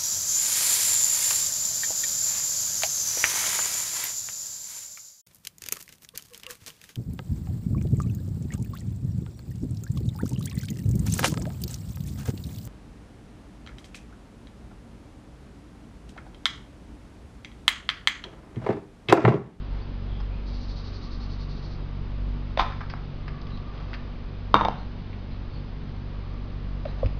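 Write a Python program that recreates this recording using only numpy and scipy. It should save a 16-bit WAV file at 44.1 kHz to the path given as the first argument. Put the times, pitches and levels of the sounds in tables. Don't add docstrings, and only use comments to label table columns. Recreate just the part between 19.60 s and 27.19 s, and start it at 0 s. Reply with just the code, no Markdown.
import sys
import numpy as np
from scipy import signal
from scipy.fft import rfft, irfft, next_fast_len
from scipy.io import wavfile

SR = 44100
rng = np.random.default_rng(int(sys.argv[2]) if len(sys.argv) > 2 else 0)


def wav_out(sig):
    wavfile.write(sys.argv[1], SR, np.round(np.clip(np.atleast_2d(sig).T, -1, 1) * 32767).astype(np.int16))


N = 334851
TIME = np.arange(N) / SR
RING = TIME[:SR // 4]


def amp(db):
    return 10 ** (np.asarray(db) / 20)


def evened(x):
    return x / np.sqrt(np.mean(x ** 2) + 1e-20)


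def read_curve(points, hz):
    table_hz, value = np.transpose(points)
    return np.interp(np.log(hz + 1), np.log(table_hz + 1), value)


def coloured(x, points):
    size = next_fast_len(len(x) + 1024)
    gain = amp(read_curve(points, np.fft.rfftfreq(size, 1 / SR)))
    return irfft(rfft(x, size) * gain, size)[:len(x)]


def band(hz, width, size):
    f = np.fft.rfftfreq(size, 1 / SR)
    resonance = 1 / (1 + ((f - hz) / width) ** 2)
    return evened(irfft(rfft(rng.standard_normal(size)) * resonance, size))


def drift(rate):
    return evened(np.interp(TIME * rate, np.arange(400), rng.standard_normal(400)))


def add(mix, start, sound):
    part = mix[round(start * SR):][:len(sound)]
    part += sound[:len(part)]


def mode(hz, t60, rise):
    return np.sin(2 * np.pi * hz * RING) * amp(-60 * RING / t60) * (1 - np.exp(-RING / rise))


def burst(t60):
    return rng.standard_normal(len(RING)) * amp(-60 * RING / t60)


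def stroke(start, length, rise, t60):
    age = TIME - start
    return np.clip(age / rise, 0, 1) * amp(-60 * np.maximum(age - length, 0) / t60)


# frequency in Hz, level in dB per Hz.
AIR_COLOUR = [(12, -57), (32, -53.5), (60, -61.5), (115, -65.5), (165, -64), (215, -69), (300, -72.5),
              (420, -75), (700, -81.5), (1100, -83), (1700, -88.5), (3000, -91), (4300, -94), (6500, -97.5)]


def room_air():
    return coloured(rng.standard_normal(N), AIR_COLOUR) * np.sqrt(SR / 2)


HUM_HZ, HUM_WAVER_DB = 47.84, 1.52
# multiple of the hum's pitch, rms level in dB before it wavers.
STEADY_ORDERS = [(2, -41), (4, -57), (5, -49), (6, -60.5)]
# time in seconds, rms level of the 1st order in dB, of the 3rd in dB, both before they waver.
SWELLING_ORDERS = [(0, -32, -46), (1.15, -31.5, -55.5), (1.48, -38.5, -60), (1.8, -33, -42.5),
                   (2.12, -38.5, -42), (2.62, -27.5, -44.5), (3.05, -39.5, -45), (3.55, -37, -40.5),
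                   (4.1, -36.5, -49), (6.1, -38, -46.5), (7.5, -30, -42)]


def motor_hum():
    turn = 2 * np.pi * np.cumsum(HUM_HZ * (1 + 0.004 * drift(rate=5))) / SR
    s, first_db, third_db = np.transpose(SWELLING_ORDERS)
    levels = [*STEADY_ORDERS, (1, np.interp(TIME, s, first_db)), (3, np.interp(TIME, s, third_db))]
    orders = np.zeros(N)
    for multiple, db in levels:
        level = amp(db + HUM_WAVER_DB * drift(rate=7))
        orders += level * np.sin(round(multiple) * turn + rng.uniform(0, 2 * np.pi))
    return np.sqrt(2) * orders


WHIR_RISE_S, WHIR_SAG_DB_PER_S, WHIR_T60_S = 0.15, 4.5, 2.2
# start in seconds, length in seconds, level in dB before it sags.
WHIRS = [(1.05, 2, -56.5), (3.553, .85, -53), (6.45, 1, -58)]


def whir():
    loudness = np.zeros(N)
    for start, length, db in WHIRS:
        sagging = amp(db - WHIR_SAG_DB_PER_S * (TIME - start))
        loudness += sagging * stroke(start, length, WHIR_RISE_S, WHIR_T60_S)
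    return band(hz=1166, width=69, size=N) * loudness


FIRST_GAP_S, LAST_GAP_S, SLOWING_SYLLABLES = .067, .105, 7
RATTLE_ENDS_DB, RATTLE_SKEW = -3.5, .55


def syllables(start, end, db):
    gaps = LAST_GAP_S + (FIRST_GAP_S - LAST_GAP_S) * np.exp(-np.arange(20) / SLOWING_SYLLABLES)
    ages = np.cumsum(np.r_[0, gaps])
    ages = ages[ages < end - start]
    arch = np.sin(np.pi * (ages / (end - start)) ** RATTLE_SKEW)
    return zip(start + ages, db + RATTLE_ENDS_DB * (1 - arch))


# start in seconds, end in seconds, level in dB at the top of the arch.
RATTLES = [(0.858, 1.94, -47.5), (1.953, 2.11, -49.5)]
# frequency in Hz, relative level in dB.
RATTLE_COLOUR = [(2600, -18), (3550, -8.5), (3820, 2.5), (4120, 0), (4380, 3.5), (4700, 1.5), (4950, -0.5),
                 (5500, 0), (6200, -1.5), (7000, -1.5), (8000, -39)]


def bird_rattles():
    out = np.zeros(N)
    age = RING / 0.026
    envelope = age * np.exp(1 - age) + amp(-21) * amp(-60 * RING / .5)
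    syllable = rng.standard_normal(len(RING))
    for rattle in RATTLES:
        for start, db in syllables(*rattle):
            varied = syllable + .5 * rng.standard_normal(len(RING))
            rasp = evened(coloured(varied, RATTLE_COLOUR))
            add(out, start, amp(db) * rasp * envelope)
    return out


# start in seconds, twice the time to the peak in seconds,
# centre frequency in Hz, level in dB.
CHIRPS = [(0.204, 0.038, 4530, -57), (0.437, 0.22, 3280, -57.5), (0.687, 0.098, 2460, -56),
          (3.902, 0.075, 4000, -55), (5.161, 0.067, 4170, -57), (5.701, .06, 4080, -59),
          (5.908, .08, 4450, -56.5), (7.261, 0.059, 4000, -58.5)]


def bird_chirps():
    out = np.zeros(N)
    for start, length, hz, db in CHIRPS:
        age = 2 * RING / length
        swell = (age * np.exp(1 - age)) ** 2
        add(out, start, amp(db) * swell * band(hz, width=0.056 * hz, size=len(RING)))
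    return out


RUB_RISE_S, RUB_T60_S = 0.044, .42
# start in seconds, length in seconds, level in dB.
RUBS = [(.11, 0.098, -48), (3.1, 0.041, -51), (3.8, .1, -55), (4.097, .22, -48), (7.246, .04, -43),
        (7.367, 0.085, -47)]
# frequency in Hz, relative level in dB.
SKIN_COLOUR = [(100, -7), (350, 5.5), (800, 1.5), (1600, -6.5), (3000, -13), (6000, -15)]


def rubbing():
    grain = coloured(rng.standard_normal(N), SKIN_COLOUR) * amp(2.5 * band(hz=30, width=80, size=N))
    strokes = sum(amp(db) * stroke(start, length, RUB_RISE_S, RUB_T60_S) for start, length, db in RUBS)
    return evened(grain) * strokes


# start in seconds, level in dB, frequency in Hz, rise in seconds, t60 in seconds.
JOLTS = [(3.007, -20, 32.6, 0.0051, 0.37), (7.44, -1, 43.4, 0.016, 0.071), (7.452, -10, 92, .005, 0.094),
         (7.454, -24.5, 269, .002, 0.053)]


def table_jolts():
    out = np.zeros(N)
    for start, db, hz, rise, t60 in JOLTS:
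        add(out, start, amp(db) * mode(hz, t60, rise))
    return out


# start in seconds, level in dB, starting pitch in Hz,
# pitch it falls towards in Hz, time to its peak in seconds.
PAPER_POPS = [(7.2515, -24, 770, 526, 0.0069), (7.4293, -16.5, 710, 475, 0.0039)]


def paper_pops():
    out = np.zeros(N)
    for start, db, start_hz, end_hz, peak in PAPER_POPS:
        age = RING / peak
        turn = 2 * np.pi * np.cumsum(end_hz + (start_hz - end_hz) * np.exp(-age)) / SR
        swell = (age * np.exp(1 - age)) ** 2.4
        add(out, start, amp(db) * swell * (np.sin(turn) + amp(-20.0) * np.sin(2 * turn)))
    return out


FIZZ_HZ = 5100


def touch(hz, length, fizz_db):
    size = len(RING)
    knock = amp(3.5) * mode(hz, t60=0.0056, rise=.0001)
    scrape = band(hz, width=.38 * hz, size=size) + amp(fizz_db) * band(FIZZ_HZ, width=960, size=size)
    grain_db = 2 * band(hz=200, width=280, size=size)
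    return knock + scrape * amp(grain_db - 20 * RING / length)


FIDDLE_FROM_S, FIDDLE_TO_S, FIDDLE_DB, FIDDLE_HZ, FIDDLE_LENGTH_S = 3.8, 4.32, -49, 3700, .018
# start in seconds, level in dB, centre frequency in Hz,
# length of the scrape in seconds, level of its bright edge in dB against the scrape.
TOUCHES = [(0.603, -38.5, 994, 0.016, -8), (3.122, -38, 1500, 0.026, -14), (3.207, -35, 1320, 0.042, -18),
           (3.299, -39.5, 1900, 0.031, -1.5), (3.338, -27, 1000, 0.0055, -22), (3.372, -45, 1300, .01, -20),
           (3.680, -32, 1610, 0.015, -13.5), (4.3326, -31.5, 1500, 0.0063, -11),
           (4.3389, -33.5, 2580, 0.012, -13), (4.345, -35.5, 1750, 0.018, -7),
           (5.53, -44.5, 2160, 0.015, -18), (7.254, -39.5, 1970, 0.016, -11),
           (7.460, -40.5, 2350, 0.012, -6)]


def handling():
    out = np.zeros(N)
    for start, db, hz, length, fizz_db in TOUCHES:
        add(out, start, amp(db) * touch(hz, length, fizz_db))
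    for when, pitch in rng.random(size=(5, 2)):
        start = FIDDLE_FROM_S + when * (FIDDLE_TO_S - FIDDLE_FROM_S)
        hz = FIDDLE_HZ * 2 ** (pitch - .5)
        add(out, start, amp(FIDDLE_DB) * touch(hz, FIDDLE_LENGTH_S, fizz_db=-8))
    return out


POP_T60_S = 0.019
GRIND_FROM_S, GRIND_CLEARS_S, GRIND_T60_S = 2.974, 3.004, 0.13
GRIND_DB, GRIND_GROWTH_DB_PER_S = -23.5, 501
# start in seconds, level of the crack in dB before colouring,
# pitch of the air pop in Hz, level of the air pop in dB.
CRACKS = [(2.9742, -19, 589, -10), (2.9922, -20.5, 780, -12), (2.9950, -13.5, 980, -7.5),
          (2.9983, -22, 1280, -15), (3.0066, -22.5, 830, -11), (3.0090, -33, 1104, -12)]
# frequency in Hz, gain in dB.
SEAM_COLOUR = [(150, 5), (600, 8), (1100, 13), (1800, 2.5), (2500, 1.5), (4000, -2.5), (6000, -3)]
# frequency in Hz, level in dB against the crack's level, t60 in seconds.
HELD_WALL = [(2280, -9, .018), (2600, -7.5, .016), (3570, 4, .007)]


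def seam():
    cracks, rings = np.zeros((2, N))
    wall = sum(amp(db) * mode(hz, t60, rise=0.0006) for hz, db, t60 in HELD_WALL)
    for start, crack_db, pop_hz, pop_db in CRACKS:
        add(cracks, start, amp(crack_db) * burst(t60=0.014) * (1 - np.exp(-RING / 0.00017)))
        pop = amp(pop_db) * mode(pop_hz, POP_T60_S, rise=0.00066)
        add(rings, start, pop + amp(crack_db) * wall)
    slips = evened(rng.choice([-1, 1], N) * (rng.random(N) < 2500 / SR))
    pressure = amp(GRIND_DB + GRIND_GROWTH_DB_PER_S * np.minimum(TIME - GRIND_CLEARS_S, 0))
    hold = stroke(GRIND_FROM_S, GRIND_CLEARS_S - GRIND_FROM_S, rise=.004, t60=GRIND_T60_S)
    return coloured(cracks + slips * pressure * hold, SEAM_COLOUR) + rings


# frequency in Hz, level in dB against the bounce's wall level, t60 in seconds.
LID_WALL = [(2290, -17, 0.044), (2830, -15.5, 0.026), (3170, -18.5, 0.024), (3620, -16, 0.036),
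            (3710, -18.5, 0.089), (4460, -29, .04)]


def lid_wall():
    return sum(amp(db) * mode(hz, t60, rise=.0001) for hz, db, t60 in LID_WALL)


def click(width):
    age = RING / width
    return (1 - age) * np.exp(-age)


AIR_HZ, AIR_SAG_HZ_PER_S = 1110, 2360
AIR_T60_S, AIR_CHOKE = .011, 0.36
# start in seconds, then settings in dB for
BOUNCES = [(4.9425, -5.5, 13, -5.5), (4.9520, -26.5, -7.5, -31), (4.9563, -29, -1.5, -41),
           (4.9647, -32.5, -21, -13), (5.0103, -33.5, -5.5, -19), (5.0168, -38, -13, -42),
           (5.0503, -21, -8, -15.5), (5.0558, -32, -6.5, -31), (5.0848, -22, -9, -29)]
# frequency in Hz, level in dB before scaling by the blow, t60 in seconds.
TABLE_TOP = [(138, -32.5, 0.098), (206.5, -30, 0.15), (317, -22.5, 0.061), (494, -26.5, 0.065),
             (648, -10, 0.012)]


def lid():
    out = np.zeros(N)
    table = sum(amp(db) * mode(hz, t60, rise=0.0024) for hz, db, t60 in TABLE_TOP)
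    for start, contact_db, air_db, wall_db in BOUNCES:
        contact = amp(contact_db) * (amp(11.5) * click(width=.00004) + burst(t60=0.0076))
        air_hz = AIR_HZ - AIR_SAG_HZ_PER_S * (start - BOUNCES[0][0])
        air_t60 = AIR_T60_S * amp(-AIR_CHOKE * air_db)
        air = amp(air_db) * mode(air_hz, air_t60, rise=0.0002)
        thud = amp(0.67 * air_db) * table
        add(out, start, contact + air + thud + amp(wall_db) * lid_wall())
    return out


# frequency in Hz, t60 in seconds.
ECHO_DECAY = [(150, 0.6), (500, 0.48), (1000, 0.42), (2500, 0.66), (6000, 0.6)]
# frequency in Hz, relative level in dB.
ECHO_COLOUR = [(150, 2), (350, -2.5), (600, 0.5), (1100, 3), (2000, -0.5), (4000, -2.5), (6000, -1.5)]


def room(x):
    size = SR * 3 // 4
    taps = rng.choice([-1, 1], size) * (rng.random(size) < 3000 / SR)
    hz, t, bands = signal.stft(taps, SR, nperseg=256)
    fade_db = 60 * t / read_curve(ECHO_DECAY, hz)[:, None]
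    bands = bands * amp(read_curve(ECHO_COLOUR, hz)[:, None] - fade_db)
    build_up = np.clip((TIME[:size] - .004) / 0.0078, 0, 1)
    tail = signal.istft(bands, SR, nperseg=256)[1][:size] * build_up
    return signal.fftconvolve(x, tail / np.linalg.norm(tail))[:N]


def scene():
    crack, drop, touches = seam(), lid(), handling()
    knocks = table_jolts() + paper_pops()
    echo = room(amp(-9.0) * crack + amp(-11.5) * drop + amp(-9.0) * touches + amp(-16.5) * knocks)
    near = crack + drop + touches + knocks + echo + rubbing()
    background = motor_hum() + room_air() + whir() + bird_rattles() + bird_chirps()
    return (near + background)[None]


EDGE_HZ = 7000
# frequency in Hz, gain in dB.
MICROPHONE_COLOUR = [(4000, 0), (5050, -1.5), (5450, -12), (6100, -11), (6600, -24.5), (7100, -36.5)]


def record(dry):
    limited = .96 * dry[0] / (1 + dry[0] ** 8) ** (1 / 8)
    heard = coloured(limited, MICROPHONE_COLOUR)
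    low_pass = signal.firwin(511, EDGE_HZ, window=("kaiser", 9), fs=SR)
    return signal.oaconvolve(heard, low_pass, "same")[None]


dry = scene()
out = record(dry)
wav_out(out)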